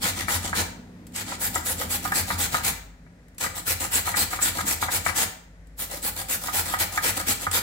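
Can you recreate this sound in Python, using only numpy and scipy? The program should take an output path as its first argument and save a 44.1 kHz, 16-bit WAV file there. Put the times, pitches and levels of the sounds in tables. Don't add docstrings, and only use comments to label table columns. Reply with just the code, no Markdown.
import sys
import numpy as np
from scipy import signal
from scipy.fft import rfft, irfft, next_fast_len
from scipy.io import wavfile
from scipy.ndimage import uniform_filter1d

SR = 44100
rng = np.random.default_rng(int(sys.argv[2]) if len(sys.argv) > 2 else 0)


def output_pcm(signal):
    pcm = np.clip(np.atleast_2d(signal).T, -1, 1) * 32767
    wavfile.write(sys.argv[1], SR, np.round(pcm).astype(np.int16))


N = 336042

# start and end in seconds, rasp level in dB.
PUSHES = [(0.025, .106, -28), (0.288, .373, -28), (0.555, .619, -27), (1.152, 1.227, -34.5),
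          (1.41, 1.482, -32), (1.656, 1.731, -31), (1.903, 1.967, -30.5), (2.145, 2.214, -28),
          (2.388, 2.463, -29), (2.642, 2.705, -27), (3.407, 3.467, -30.5), (3.671, 3.732, -28),
          (3.923, 3.996, -28), (4.167, 4.238, -26.5), (4.416, 4.496, -28.5), (4.668, 4.741, -29),
          (4.915, 4.979, -28), (5.162, 5.243, -26.5), (5.793, 5.846, -35), (6.034, 6.097, -32.5),
          (6.296, 6.361, -31), (6.536, 6.612, -28), (6.798, 6.838, -26), (7.033, 7.106, -27),
          (7.275, 7.33, -25.5), (7.53, 7.59, -25)]
PULLS = [(.165, 0.234, -33), (0.429, 0.497, -33.5), (1.266, 1.351, -37.5), (1.54, 1.59, -33),
         (1.781, 1.849, -33.5), (2.032, 2.097, -35.5), (2.279, 2.345, -31.5), (2.52, 2.593, -31.5),
         (3.555, 3.599, -35.5), (3.801, 3.865, -31.5), (4.054, 4.12, -31.5), (4.31, 4.369, -34.5),
         (4.551, 4.625, -33), (4.813, 4.85, -28.5), (5.048, 5.098, -30.5), (5.902, 5.98, -38.5),
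         (6.165, 6.23, -35.5), (6.421, 6.505, -35.5), (6.655, 6.757, -34.5), (6.921, 6.99, -36),
         (7.159, 7.215, -31.5), (7.405, 7.458, -33)]
# start and end in seconds,
# spray offset in dB, spray loss in dB per second, tooth ring offset in dB, worktop shake in dB.
RUNS = [(-1.4, 0.8, 1, 3.5, -7, 2), (1.37, 3, 3, 3.5, -1.5, 1), (3.5, 5.25, 2, 2.2, 2, -0.5),
        (5.5, 7.62, 5.5, 3.5, -2.5, -2)]
# frequency in Hz, bandwidth in Hz, relative level in dB.
GRATER_MODES = [(302, 44, -4), (536, 45, -6), (762, 91, -3.5), (992, 56, -5.5), (1229, 54, -2),
                (1433, 93, -7.5), (1632, 31, -3.5), (1784, 36, -5.5), (1942, 102, -6), (2297, 60, -5.5),
                (3900, 410, -26)]
PRESSED_MODES = [(249, 145, -3.5), (525, 112, 0), (845, 167, 2), (1412, 187, 2), (1733, 135, 1.5),
                 (1986, 106, 4), (2303, 220, -5.5)]
# frequency in Hz, relative level in dB.
RASP_SPECTRUM = [(300, -38), (1200, -38), (2300, -4), (3000, -1), (4200, 0), (5800, -3), (6700, 0),
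                 (7700, 2), (8700, -2.5), (9800, -6), (11500, -13.5), (16000, -30)]
SPRAY_SPECTRUM = [(6000, -46), (9000, -8.5), (10300, -2.5), (12000, -3), (14500, 0), (16000, -4.5)]
TOOTH_HZ = 7970


def pushes():
    fibres = tearing(per_second=5000, scatter_db=2, clump_db=1)
    return grating(PUSHES, fibres, PRESSED_MODES, rise_s=0.013, fall_s=0.012, arch_db=-1,
                   rasp_db=0.63, ring_db=-3, spray_db=1.44, tooth_db=2, flat_hz=0)


def pulls():
    fibres = tearing(per_second=4500, scatter_db=3.5, clump_db=2.5)
    return grating(PULLS, fibres, GRATER_MODES, rise_s=0.011, fall_s=0.02, arch_db=-0.5,
                   rasp_db=0, ring_db=-2, spray_db=-2, tooth_db=-1.5, flat_hz=220)


def grating(strokes, fibres, modes, rise_s, fall_s, arch_db,
            rasp_db, ring_db, spray_db, tooth_db, flat_hz):
    start, end, level = np.transpose(strokes)
    spray, tooth, tooth_hz, _ = wear(strokes)
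    force = lambda db: pressure(strokes, level + db, rise_s, fall_s, arch_db)
    clogged = start + 0.7 * (end - start)
    plucking = pressure(zip(start, clogged), level + tooth + tooth_db, rise_s, fall_s, arch_db)
    fibres = sliding(fibres)
    return (spread(fibres * force(rasp_db), colour(RASP_SPECTRUM))
            + spread(fibres * force(spray + spray_db), colour(SPRAY_SPECTRUM))
            + spread(fibres * force(ring_db), resonator(modes))
            + teeth(strokes, tooth_hz - flat_hz) * plucking)


def tearing(per_second, scatter_db, clump_db):
    breaks = rng.random((2, N)) < per_second / SR
    signs = np.sign(noise())
    sizes = amp(scatter_db * np.clip(noise(), -2, 2))
    return unit(breaks * signs * sizes * amp(clump_db * wobble(260)))


def sliding(fibres, patchy_db=2):
    spectra = signal.stft(fibres, nperseg=512)[2]
    patches = rng.standard_normal(spectra.shape[1:])
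    for axis in (0, 1):
        patches = uniform_filter1d(patches, size=7, axis=axis)
    return unit(signal.istft(spectra * amp(patchy_db * unit(patches)), nperseg=512)[1][:, :N])


def teeth(strokes, strokes_hz, width_hz=1100, flutter_db=6.5):
    middles = np.mean(np.array(strokes)[:, :2], axis=1)
    pitch = np.interp(np.arange(N) / SR, middles, strokes_hz) * (1 + .028 * wobble(45))
    phase = 2 * np.pi * np.cumsum(pitch) / SR
    band = filtered(rng.standard_normal((2, 2, N)), lambda hz: 1 / (1 + (2 * hz / width_hz) ** 2))
    ring = band[0] * np.cos(phase) + band[1] * np.sin(phase)
    return unit(ring * amp(flutter_db * wobble(70)))


def pressure(strokes, levels_db, rise_s, fall_s, arch_db):
    t, force = np.arange(N) / SR, np.zeros(N)
    for (start, end, *_), db in zip(strokes, levels_db):
        near = slice(max(int((start - .1) * SR), 0), int((end + .2) * SR))
        u = t[near]
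        gate = (1 + np.tanh((u - start) / rise_s)) * (1 + np.tanh((end - u) / fall_s)) / 4
        speed = np.sin(np.pi * np.clip((u - start) / (end - start), 0, 1))
        force[near] += gate * amp(db + arch_db * (speed - 1))
    return force


def wear(strokes, sag_hz_per_s=220, loss_db_per_s=4.5):
    starts, runs = np.array(strokes)[:, 0], np.array(RUNS)
    began, _, spray_db, spray_loss, tooth_db, shake_db = runs[np.searchsorted(runs[1:, 0], starts)].T
    age = starts - began
    tooth_hz = TOOTH_HZ - sag_hz_per_s * age
    return spray_db - spray_loss * age, tooth_db - loss_db_per_s * age, tooth_hz, shake_db


def knocks(half_band_octaves=0.43, crack_db=-18, rattle=0.081):
    # time in seconds, relative level in dB, centre in Hz.
    landings = [(.282, -13.5, 1470), (.528, -13, 1440), (1.319, -21, 1230), (1.557, -12.5, 1140),
                (1.813, -17.5, 1220), (2.051, -14.5, 1220), (2.119, -11.5, 1500), (2.302, -10.5, 1350),
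                (2.543, -11.5, 1230), (3.063, -44.5, 1790), (3.443, -19, 1244), (3.462, -18.5, 2030),
                (3.847, -20.5, 1238), (4.074, -15, 1230), (4.14, -14.5, 1440), (4.33, -15.5, 1254),
                (4.388, -18, 1400), (4.585, -15, 1260), (4.606, -18, 1450), (4.825, -13, 1200),
                (4.883, -13, 1440), (5.062, -9, 1310), (5.089, -14.5, 1430), (6.483, -15.5, 1320),
                (6.737, -11, 1370), (6.975, -9.3, 1680), (7.199, -21.5, 1274), (7.466, -12, 1350)]
    blows, cracks = np.zeros((2, 2, N + SR))
    t = np.arange(SR // 20) / SR
    for s, db, centre_hz in landings:
        chatter = rattle * noise(len(t)) * amp(-60 * t / 0.045)
        bounce = amp(0.5 - 10.5 * np.log2(centre_hz / 1264))
        chatter[:, 0] += [1, .5 * rng.choice([-1, 1])]
        bounce_at = int(rng.uniform(.004, .0056) * SR)
        chatter[:, bounce_at] += bounce * np.array([1, .5 * rng.choice([-1, 1])])
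        edges_hz = centre_hz * 2 ** (half_band_octaves * np.array([-1, 1]))
        contact = signal.butter(1, edges_hz, "bandpass", fs=SR)
        add_at(blows, s, amp(db + 16.5) * signal.lfilter(*contact, chatter))
        add_at(cracks, s, amp(db + crack_db) * chatter)
    return spread(blows, resonator(GRATER_MODES)) + spread(cracks, colour(RASP_SPECTRUM))


def snaps(t60_s=0.041):
    # time in seconds, relative level in dB.
    breaks = [(1.068, -30.5), (1.1216, -38), (1.1613, -14), (2.1201, -15), (2.6474, -9), (3.2824, -44),
              (3.3463, -44), (3.3819, -20), (3.411, -14), (3.437, -11), (3.6676, -18), (3.8052, -13.5),
              (4.1692, -8), (4.6683, -14), (5.67, -44), (6.2854, -20), (6.789, -15), (6.7995, -11),
              (7.1718, -13), (7.2832, -11), (7.5133, -10.5)]
    bites = [(start, db) for start, _, db in PUSHES]
    cracks, t = np.zeros((2, N + SR)), np.arange(SR // 8) / SR
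    for s, db in list(breaks) + bites:
        add_at(cracks, s, amp(db - 14.5 - 60 * t / t60_s) * noise(len(t)))
    parts = [(-2, colour(RASP_SPECTRUM)), (-3, colour(SPRAY_SPECTRUM)),
             (-9, resonator(PRESSED_MODES)), (-4, resonator([(TOOTH_HZ, 700, 0)]))]
    return spread(cracks, lambda hz: sum(amp(db) * part(hz) for db, part in parts))


def groans(width_hz=70):
    # start and end in seconds, resonance in Hz, level in dB.
    judders = [(0.554, 0.61, 255, -33.5), (0.61, 0.65, 940, -36), (1.778, 1.864, 500, -40),
               (3.407, 3.495, 540, -40), (4.63, 4.684, 245, -39.5), (5.202, 5.223, 914, -38),
               (5.892, 5.98, 560, -42)]
    out = np.zeros((2, N))
    for start, end, hz, db in judders:
        ring = unit(spread(noise(), resonator([(hz, width_hz, 0)])))
        out += ring * pressure([(start, end)], [db], rise_s=0.0087, fall_s=0.0097, arch_db=7)
    return out


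def rumble(push_db=-14, pull_db=-11, lag_s=0.019):
    # frequency in Hz, relative level in dB.
    worktop = [(30, -46), (60, -22.5), (85, 3), (105, -4), (130, -12), (180, -5.5), (280, -15.5),
               (450, -29), (1000, -66)]
    strokes = np.vstack([PUSHES, PULLS])
    *_, shake_db = wear(strokes)
    levels = strokes[:, 2] + shake_db + np.repeat([push_db, pull_db], [len(PUSHES), len(PULLS)])
    force = pressure(strokes, levels, rise_s=0.028, fall_s=0.037, arch_db=-8)
    lagged = np.pad(force, (int(lag_s * SR), 0))[:N]
    return lagged * spread(noise(), colour(worktop))


def thumps(mode_hz=85, t60_s=0.32, attack_s=0.016, lead_s=0.03035):
    # time in seconds, relative level in dB.
    shoves = [(.351, -29.5), (.45, -29), (2.331, -30), (3.92, -32.5), (4.74, -32.5), (7.471, -35)]
    strokes = np.vstack([PUSHES, PULLS])
    _, ends, rasp_db = strokes.T
    *_, shake_db = wear(strokes)
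    lifts = abs(ends[:, None] - np.array(RUNS)[:, 1]).min(axis=1) < .1
    effort_db = rasp_db - rasp_db.mean()
    levels = rasp_db.mean() - 8.5 + 1.2 * effort_db + shake_db - 14 * lifts
    boom, t = np.zeros(N + SR), np.arange(SR // 3) / SR
    for s, db in list(zip(ends - lead_s, levels)) + list(shoves):
        hz = mode_hz * (1 + 0.064 * rng.standard_normal())
        envelope = amp(db + 6.5 - 60 * t / t60_s) * (1 - np.exp(-t / attack_s))
        add_at(boom, s, envelope * np.sin(2 * np.pi * hz * t))
    return boom[:N]


def kitchen(x, wet_db, delay_s=.004):
    # frequency in Hz, time to decay by 60 dB in seconds.
    decay_times = [(100, 0.38), (500, 0.61), (2000, 0.5), (7000, 0.43), (11000, 0.26), (15000, 0.37)]
    hz, t, spectra = signal.stft(noise(SR * 3 // 4), SR, nperseg=256)
    decay = amp(-60 * t / along(decay_times, hz)[:, None])
    tail = signal.istft(spectra * decay, SR, nperseg=256)[1]
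    tail = np.pad(tail / np.linalg.norm(tail[0]), ((0, 0), (int(delay_s * SR), 0)))
    return x + amp(wet_db) * signal.fftconvolve(x, tail, axes=1)[:, :N]


def background(mains_hz=50, hum_db=-48.5, dip_db=8.5):
    # frequency in Hz, relative level in dB.
    air_spectrum = [(20, -22), (35, -22), (58, -6), (100, -10), (130, -15.5), (175, -5), (225, -34.5),
                    (263, -13.5), (350, -27.5), (530, -22.5), (1070, -34.5), (1900, -27.5), (2800, -40.5),
                    (7400, -43), (16000, -57.5)]
    motor_spectrum = [(50, -38), (100, -9), (135, -7), (180, 2), (250, 0), (330, -6), (500, -10),
                      (1500, -24), (4000, -30.5), (16000, -42)]
    motor_tones = [(101, -5.5), (183, -5), (199, -16.5), (248, -3), (300, -16)]
    # time in seconds, gain in dB.
    motor_fade = [(0, -47.5), (1.1, -49.5), (2.2, -47), (2.9, -61.5), (7.6, -68)]
    t = np.arange(N) / SR

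    def tone(hz, waver_rad):
        return amp(1.1 * wobble(2.2)) * np.sqrt(2) * np.sin(2 * np.pi * hz * t + waver_rad * wobble(9))

    air = amp(-52) * spread(noise(), colour(air_spectrum))
    motor = spread(noise(), colour(motor_spectrum))
    motor += sum(amp(db) * tone(hz, waver_rad=0.89) for hz, db in motor_tones)
    motor *= amp(np.interp(t, *np.transpose(motor_fade)))
    in_run = sum(1. * ((t >= start) & (t < end)) for start, end, *_ in RUNS)
    pause = 1 - uniform_filter1d(in_run, size=SR // 5)
    return air + motor + amp(hum_db - dip_db * pause) * tone(mains_hz, waver_rad=.1)


def spread(pair, response, lead_s=.00019):
    # frequency in Hz, correlation of left and right.
    coherence = [(60, 0.96), (200, 1), (400, 0.89), (700, 0.58), (1300, 0.54), (2400, 0.02), (7000, 0.033),
                 (16000, 0.083)]
    angle = lambda hz: np.arccos(np.clip(along(coherence, hz), -1, 1)) / 2
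    mid, side = filtered(pair, lambda hz: response(hz) * np.array([np.cos(angle(hz)), np.sin(angle(hz))]))
    return np.array([mid + side, np.roll(mid - side, round(lead_s * SR))])


def resonator(modes):
    def response(hz):
        total = sum((-1) ** k * amp(db) * 1j * hz * width / (centre ** 2 - hz ** 2 + 1j * hz * width)
                    for k, (centre, width, db) in enumerate(modes))
        return total / np.sqrt(np.mean(abs(total) ** 2))
    return response


def colour(points):
    return lambda hz: unit(amp(along(points, hz)))


def filtered(x, response):
    size = next_fast_len(N + SR // 2)
    return irfft(rfft(x, size) * response(np.fft.rfftfreq(size, 1 / SR)), size)[..., :N]


def along(points, hz):
    points_hz, values = np.transpose(points)
    return np.interp(np.log(hz + 1), np.log(points_hz + 1), values)


def wobble(rate):
    knots = rng.standard_normal(int(N * rate / SR) + 2)
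    return np.interp(np.arange(N) * rate / SR, np.arange(len(knots)), knots)


def noise(samples=N):
    return rng.standard_normal((2, samples))


def add_at(track, start_s, sound):
    track[..., round(start_s * SR):][..., :sound.shape[-1]] += sound


def amp(db):
    return 10 ** (np.asarray(db) / 20)


def unit(x):
    return x / np.sqrt(np.mean(x ** 2) + 1e-20)


def scene():
    # frequency in Hz, level of left over right in dB.
    balance = [(60, 1.5), (110, 3), (200, -1), (380, -.5), (700, 2), (1400, 0), (2400, 8), (3300, 0),
               (4400, -2), (5700, -2.5), (7500, 1), (10000, 2), (12500, 1), (14500, -2.5)]
    scraping = kitchen(pushes() + pulls() + snaps() + groans(), wet_db=-6)
    knocking = kitchen(knocks(), wet_db=-6.5)
    sound = scraping + knocking + rumble() + thumps() + background()
    return filtered(sound, lambda hz: amp(np.outer([.5, -.5], along(balance, hz))))


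def record(dry):
    cutoff_hz = 15850
    return filtered(dry, lambda hz: 1 / (1 + (hz / cutoff_hz) ** 240))


dry = scene()
out = record(dry)
output_pcm(out)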